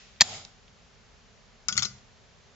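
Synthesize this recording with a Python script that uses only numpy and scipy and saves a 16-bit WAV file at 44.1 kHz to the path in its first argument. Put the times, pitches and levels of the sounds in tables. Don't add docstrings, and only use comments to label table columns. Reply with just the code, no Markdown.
import sys
import numpy as np
from scipy import signal
from scipy.fft import rfft, irfft, next_fast_len
from scipy.io import wavfile
from scipy.ndimage import uniform_filter1d

SR = 44100
rng = np.random.default_rng(int(sys.argv[2]) if len(sys.argv) > 2 else 0)


def transcribe(signal):
    frames = np.atleast_2d(signal).T
    limited = np.clip(frames, -1, 1)
    pcm = np.round(limited * 32767).astype(np.int16)
    wavfile.write(sys.argv[1], SR, pcm)


N = 112454
T = np.arange(N) / SR

# pitch_hz, relative level_db per Hz
HISS_COLOUR = [(15, -29), (30, 0), (70, -4.5), (258, -9), (351, -17.5), (400, -15), (622, -14.5),
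               (978, -17.5), (1500, -18), (5830, -22.5), (7400, -25), (9620, -54), (16300, -120)]
# pitch_hz, likeness
HISS_ALIKE = [(30, 0.23), (150, 0.68), (700, 0.36), (7000, 0.48)]
# pitch_hz, level_db (rms)
HUM_TONES = [(43.1, -73), (398.4, -80), (441.4, -79.5)]
# pitch_hz, relative level_db, t60_s
FADING_MODES = [(1922, -61, .9), (2597, -62.5, 0.77), (2720, -63.5, 0.97), (5275, -57.5, .4)]
HISS_DB, FADING_DB = -57.5, -4
FADING_ECHO_DB, FADING_ECHO_T60_S = -54, 1

# start_s, level_db, t60_s, centre_hz
HANDLING_TICKS = [(0.162, -56.5, 0.043, 2960), (0.2028, -33, 0.014, 2400), (0.4500, -29.5, 0.0066, 4880),
                  (0.680, -50, 0.015, 3210), (1.983, -55, .04, 4030)]

# start_s, level_db, hold_s, t60_s, centre_hz of the ring
PUMP_BLOWS = [(0.2082, 10.5, 0.0024, 0.021, 5413), (0.2148, 7.5, 0.0041, 0.016, 4250)]
# pitch_hz, relative level_db per Hz
BARREL_COLOUR = [(35, -48.5), (60, -21.5), (175, -7), (437, -15), (750, -8.5), (1050, -14.5), (1450, -15),
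                 (1850, -7.5), (2200, -10), (2650, -5), (2900, -19), (3250, -9), (4770, -3.5), (5610, -8.5),
                 (7500, -5), (9880, -44.5), (16700, -120)]
# pitch_hz, relative level_db, t60_s
BARREL_MODES = [(175, -10.5, .035), (680, -8, .025), (860, -11, .025), (1805, -3, .025), (1940, -6, .025),
                (3282, -1, .028), (3760, -2, .022), (4238, 1, .032), (4358, -3, .03), (4779, 0, .03),
                (4920, 0, .03), (5955, -1, .03), (6840, -1, .035)]
# pitch_hz, likeness
SNAP_ALIKE = [(200, 0.82), (1500, 0.96), (3000, 0.67), (7000, 0.97)]
# pitch_hz, left_over_right_db
SNAP_PAN = [(700, -0.5), (1500, 4), (3000, 4), (4500, 1.5), (6500, -2)]
# start_s, level_db, t60_s, centre_hz
SPRING_TICKS = [(0.2338, -12.5, .008, 4213), (0.2395, -18.5, .02, 4100)]
SNAP_ATTACK_S, SNAP_LEAD_S = .0009, .00003
BARREL_RING_DB, FOCUS_DB = -6.5, 3.5

# pitch_hz, t60_s
ROOM_T60 = [(100, 0.47), (700, 0.43), (3000, 0.46), (7000, 0.4)]
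# pitch_hz, likeness
ROOM_ALIKE = [(150, 0.97), (700, 0.9), (1400, 0.5), (2500, 0.1), (7000, 0)]
# pitch_hz, relative level_db per Hz
SNAP_ECHO_COLOUR = [(30, -17.5), (100, -0.5), (500, -12.5), (740, 1), (1000, -11), (1300, -7), (1700, -13),
                    (2000, -6.5), (2600, -8), (3850, -3.5), (4300, -5.5), (5200, -1.5), (5600, -9.5),
                    (6200, -5.5), (6950, 0), (7500, -4.5), (9500, -46)]
# pitch_hz, relative level_db
TOOL_ECHO_COLOUR = [(80, 13), (200, 8), (1300, 1), (4400, -6), (7000, -1.5)]
ROOM_DB, ROOM_ONSET_S = -24, .012
SNAP_ECHO_DB = 32.5
TOOL_ECHO_DB = 8

# start_s, level_db, then crack_db and low_ring_db relative to it, thump_db of the bench,
# favoured band_hz, struck part's note_hz, note_db, note_t60_s
TOOL_CONTACTS = [(1.6844, -21.5, 13, 4, -47, 5100, 4837, -23, 0.041),
                 (1.7249, -29, 5, -8, -46, 6750, 3306, -28, 0.037),
                 (1.7545, -42.5, -1, 11.5, -45, 7200, 2900, -43, 0.041),
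                 (1.7669, -29.5, -1, -1.5, -51, 7600, 3480, -32, 0.027),
                 (1.7773, -22, 13.5, -2.5, -43.5, 6724, 4407, -22, 0.089),
                 (1.7793, -33, -1, -8, -54.5, 2100, 2030, -21, 0.028),
                 (1.7913, -26.5, -9, -10.5, -46, 3260, 5560, -32, 0.081),
                 (1.8226, -24, 3, -0.5, -52, 3600, 3420, -26, 0.041),
                 (1.8302, -27, 8.5, 1.5, -49.5, 1203, 5340, -26.5, 0.088),
                 (1.8481, -31, -4, -18.5, -40.5, 3950, 4136, -27.5, 0.056),
                 (1.8536, -31, 9.5, -5, -55.5, 6360, 4830, -43.5, .17)]
# pitch_hz, relative level_db, t60_s
TOOL_LOW_MODES = [(1171, -7.5, 0.066), (1298, -2.5, 0.056), (1402, -3.5, 0.094), (1464, -2.5, 0.11),
                  (2050, -9.5, 0.046), (2226, -11.5, 0.092)]
# pitch_hz, relative level_db, t60_s
TOOL_HIGH_MODES = [(3810, -14.5, 0.11), (4390, -9, 0.13), (4845, -5, 0.17), (5160, -5, 0.18),
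                   (5330, -8, 0.073), (5830, -1, 0.13), (6500, 2.5, .06), (7100, -2.5, .06),
                   (7140, -17, 0.15)]
# pitch_hz, relative level_db per Hz
RATTLE_COLOUR = [(100, -37), (600, -11.5), (1000, -8), (1400, -3), (1700, -7), (2100, -3), (2550, -4),
                 (3450, 0.5), (4200, -1.5), (5100, 5.5), (5900, 1.5), (6700, 4), (7600, -3.5)]
# pitch_hz, left_over_right_db
TOOL_PAN = [(500, -1), (1400, 6), (2800, 10.5), (5000, 9.5), (7000, 6)]
# pitch_hz, likeness
TOOL_ALIKE = [(500, 0.71), (1400, 0.45), (3000, 0.8), (7000, .45)]
# pitch_hz, relative level_db, t60_s
BENCH_MODES = [(76.5, -11, 0.21), (93, -7, 0.25), (126.4, -0.5, 0.33), (166, -15.5, 0.23),
               (201.9, -2, 0.42), (381, -10, 0.079)]
TOOL_LOW_DB, TOOL_HIGH_DB = -9.5, -13.5
RATTLE_T60_S, CRACK_T60_S = 0.069, 0.0069
FAVOUR_DB, FAVOUR_OCTAVES = 8.5, 0.061
TOOL_LAG_S = 0.00014

# pitch_hz, relative level_db per Hz
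NUDGE_COLOUR = [(100, -18), (290, 0), (420, -11), (620, -8), (1170, -9), (2500, -33)]
NUDGE_S, NUDGE_DB, NUDGE_T60_S = 1.7, -54, .06

# pitch_hz, gain_db
MIC_RESPONSE = [(20, -1), (60, 1), (240, 0), (300, -12), (360, 1), (7200, 0), (7600, -6), (8000, -17.5),
                (8500, -40.5), (9500, -71)]
LIMIT_DB, RECOVER_DB_PER_S, LIMIT_HOLD_S = -6, 151.5, .012
TOP_HZ = 16500


def amp(db):
    return 10 ** (np.asarray(db) / 20)


def unit(x):
    return x / np.sqrt(np.mean(x ** 2) + 1e-20)


def fade(t, t60):
    return np.exp(-np.log(1000) * t / t60)


def along(points, hz):
    f, v = np.transpose(points)
    return np.interp(np.log(hz + 1), np.log(f + 1), v)


def filtered(x, response):
    n = x.shape[-1]
    m = next_fast_len(n + 4096)
    hz = np.fft.rfftfreq(m, 1 / SR)
    return irfft(rfft(x, m) * response(hz), m)[..., :n]


def hump(hz, centre_hz, octaves):
    return np.exp(-.5 * (np.log2((hz + 1) / centre_hz) / octaves) ** 2)


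def noise(gain, alike, size=16384):
    def mid_and_side(hz):
        turn = np.arccos(np.clip(along(alike, hz), -1, 1)) / 2
        return gain(hz) * np.array([np.cos(turn), np.sin(turn)])

    mid, side = filtered(rng.standard_normal((2, size)), mid_and_side)
    return unit(np.array([mid + side, mid - side]))


def burst(gain, alike, t60, attack_s=0.00021, hold_s=0):
    x = noise(gain, alike)
    t = T[:x.shape[1]]
    shape = np.minimum(t / attack_s, 1) * fade(np.maximum(t - hold_s, 0), t60)
    return unit(x * shape) * np.sqrt(np.mean(shape ** 2))


def ring(modes, scatter_db, size=32768):
    t = T[:size]
    total = np.zeros(len(t))
    for hz, db, t60 in modes:
        level_draw, phase_draw = rng.standard_normal(2)
        tone = np.sin(2 * np.pi * hz * t + np.pi * phase_draw)
        total += amp(db + scatter_db * level_draw) * fade(t, t60) * tone
    return total * (1 - np.exp(-t / 0.00061))


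def add(track, s, x):
    i = int(round(s * SR))
    track[:, i:i + x.shape[-1]] += x[..., :N - i]


def background():
    out = amp(HISS_DB) * noise(lambda hz: amp(along(HISS_COLOUR, hz)), HISS_ALIKE, size=N)
    add(out, 0, amp(FADING_DB) * ring(FADING_MODES, scatter_db=1.0))
    echo = burst(lambda hz: hump(hz, 3300, octaves=1.0), ROOM_ALIKE, FADING_ECHO_T60_S)
    add(out, 0, amp(FADING_ECHO_DB) * echo)
    for hz, db in HUM_TONES:
        out += np.sqrt(2) * amp(db) * np.sin(2 * np.pi * hz * T)
    return out


def ticks(table):
    out = np.zeros((2, N))
    for s, db, t60, centre_hz in table:
        tick = burst(lambda hz: hump(hz, centre_hz, octaves=1 / 2), [(1000, .8)], t60)
        add(out, s, amp(db) * tick)
    return out


def pump():
    out = np.zeros((2, N))
    for s, db, hold, t60, centre_hz in PUMP_BLOWS:
        colour = lambda hz: amp(along(BARREL_COLOUR, hz) + FOCUS_DB * hump(hz, centre_hz, octaves=.3))
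        add(out, s, amp(db) * burst(colour, SNAP_ALIKE, t60, SNAP_ATTACK_S, hold))
        add(out, s + SNAP_ATTACK_S, amp(db + BARREL_RING_DB) * ring(BARREL_MODES, scatter_db=2.5))
    side = np.array([[1], [-1]])
    balance = lambda hz: amp(side * along(SNAP_PAN, hz) / 2)
    timing = lambda hz: np.exp(-side * 1j * np.pi * hz * SNAP_LEAD_S)
    return filtered(out, lambda hz: balance(hz) * timing(hz)) + ticks(SPRING_TICKS)


def workshop(x, colour):
    white = noise(lambda hz: np.ones_like(hz), ROOM_ALIKE, size=32768)
    hz, t, z = signal.stft(white, SR, nperseg=256)
    decay = fade(t, along(ROOM_T60, hz)[:, None])
    tail = signal.istft(z * decay, SR, nperseg=256)[1]
    tail = filtered(tail / np.linalg.norm(tail[0]), lambda hz: amp(along(colour, hz)))
    tail = tail * np.minimum(T[:tail.shape[1]] / ROOM_ONSET_S, 1)
    return amp(ROOM_DB) * signal.fftconvolve(x[:1], tail, axes=1)[:, :N]


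def pump_echo():
    out = np.zeros((2, N))
    for s, db, *_ in PUMP_BLOWS:
        impulse = signal.unit_impulse(N, int(s * SR))[None]
        out += workshop(amp(db + SNAP_ECHO_DB) * impulse, SNAP_ECHO_COLOUR)
    return out


def tool():
    metal, bench = np.zeros((2, 2, N))
    for s, db, crack_db, low_db, thump_db, band_hz, note_hz, note_db, note_t60 in TOOL_CONTACTS:
        favour = lambda hz: FAVOUR_DB * hump(hz, band_hz, FAVOUR_OCTAVES)
        struck = lambda modes: ring([(hz, level + favour(hz), t60) for hz, level, t60 in modes],
                                    scatter_db=1.0)
        rattle_colour = lambda hz: amp(along(RATTLE_COLOUR, hz) + favour(hz))
        crack_colour = lambda hz: (amp(along(RATTLE_COLOUR, hz) + favour(hz) / 2)
                                   * hump(hz, 6800, octaves=0.66))
        crack = burst(crack_colour, TOOL_ALIKE, CRACK_T60_S)
        rattle = burst(rattle_colour, TOOL_ALIKE, RATTLE_T60_S)
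        add(metal, s, amp(db) * (rattle + amp(crack_db) * crack))
        add(metal, s, amp(db + low_db + TOOL_LOW_DB) * struck(TOOL_LOW_MODES))
        add(metal, s, amp(db + TOOL_HIGH_DB) * struck(TOOL_HIGH_MODES))
        add(metal, s, ring([(note_hz, note_db, note_t60)], scatter_db=0.0))
        add(bench, s, amp(thump_db) * ring(BENCH_MODES, scatter_db=2.0))
    side = np.array([[1], [-1]])
    balance = lambda hz: amp(side * along(TOOL_PAN, hz) / 2)
    timing = lambda hz: np.exp(side * 1j * np.pi * hz * TOOL_LAG_S)
    return bench + filtered(metal, lambda hz: balance(hz) * timing(hz))


def nudge():
    out = np.zeros((2, N))
    colour = lambda hz: amp(along(NUDGE_COLOUR, hz))
    bump = burst(colour, [(1000, 0.76)], NUDGE_T60_S, attack_s=.006, hold_s=.016)
    add(out, NUDGE_S, amp(NUDGE_DB) * bump)
    return out


def scene():
    clatter = tool()
    echo = pump_echo() + amp(TOOL_ECHO_DB) * workshop(clatter, TOOL_ECHO_COLOUR)
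    return background() + ticks(HANDLING_TICKS) + pump() + echo + clatter + nudge()


def causal(gain):
    cepstrum = irfft(np.log(np.maximum(gain, 1e-6)))
    half = len(cepstrum) // 2
    cepstrum[1:half] *= 2
    cepstrum[half + 1:] = 0
    return np.exp(rfft(cepstrum))


def limiter(x):
    power = np.abs(uniform_filter1d(np.mean(x ** 2, axis=0), size=64))
    over_db = np.maximum(10 * np.log10(power + 1e-12) - LIMIT_DB, 0)
    recovery_db = RECOVER_DB_PER_S * T
    falling_db = np.maximum.accumulate(over_db + recovery_db) - recovery_db
    held_db = np.maximum(falling_db, np.interp(T - LIMIT_HOLD_S, T, falling_db))
    return x * amp(-uniform_filter1d(held_db, size=24))


def record(dry):
    heard = filtered(dry, lambda hz: causal(amp(along(MIC_RESPONSE, hz))))
    limited = limiter(heard)
    clipped = limited / (1 + np.abs(limited) ** 8) ** (1 / 8)
    return filtered(clipped, lambda hz: hz < TOP_HZ)


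dry = scene()
out = record(dry)
transcribe(out)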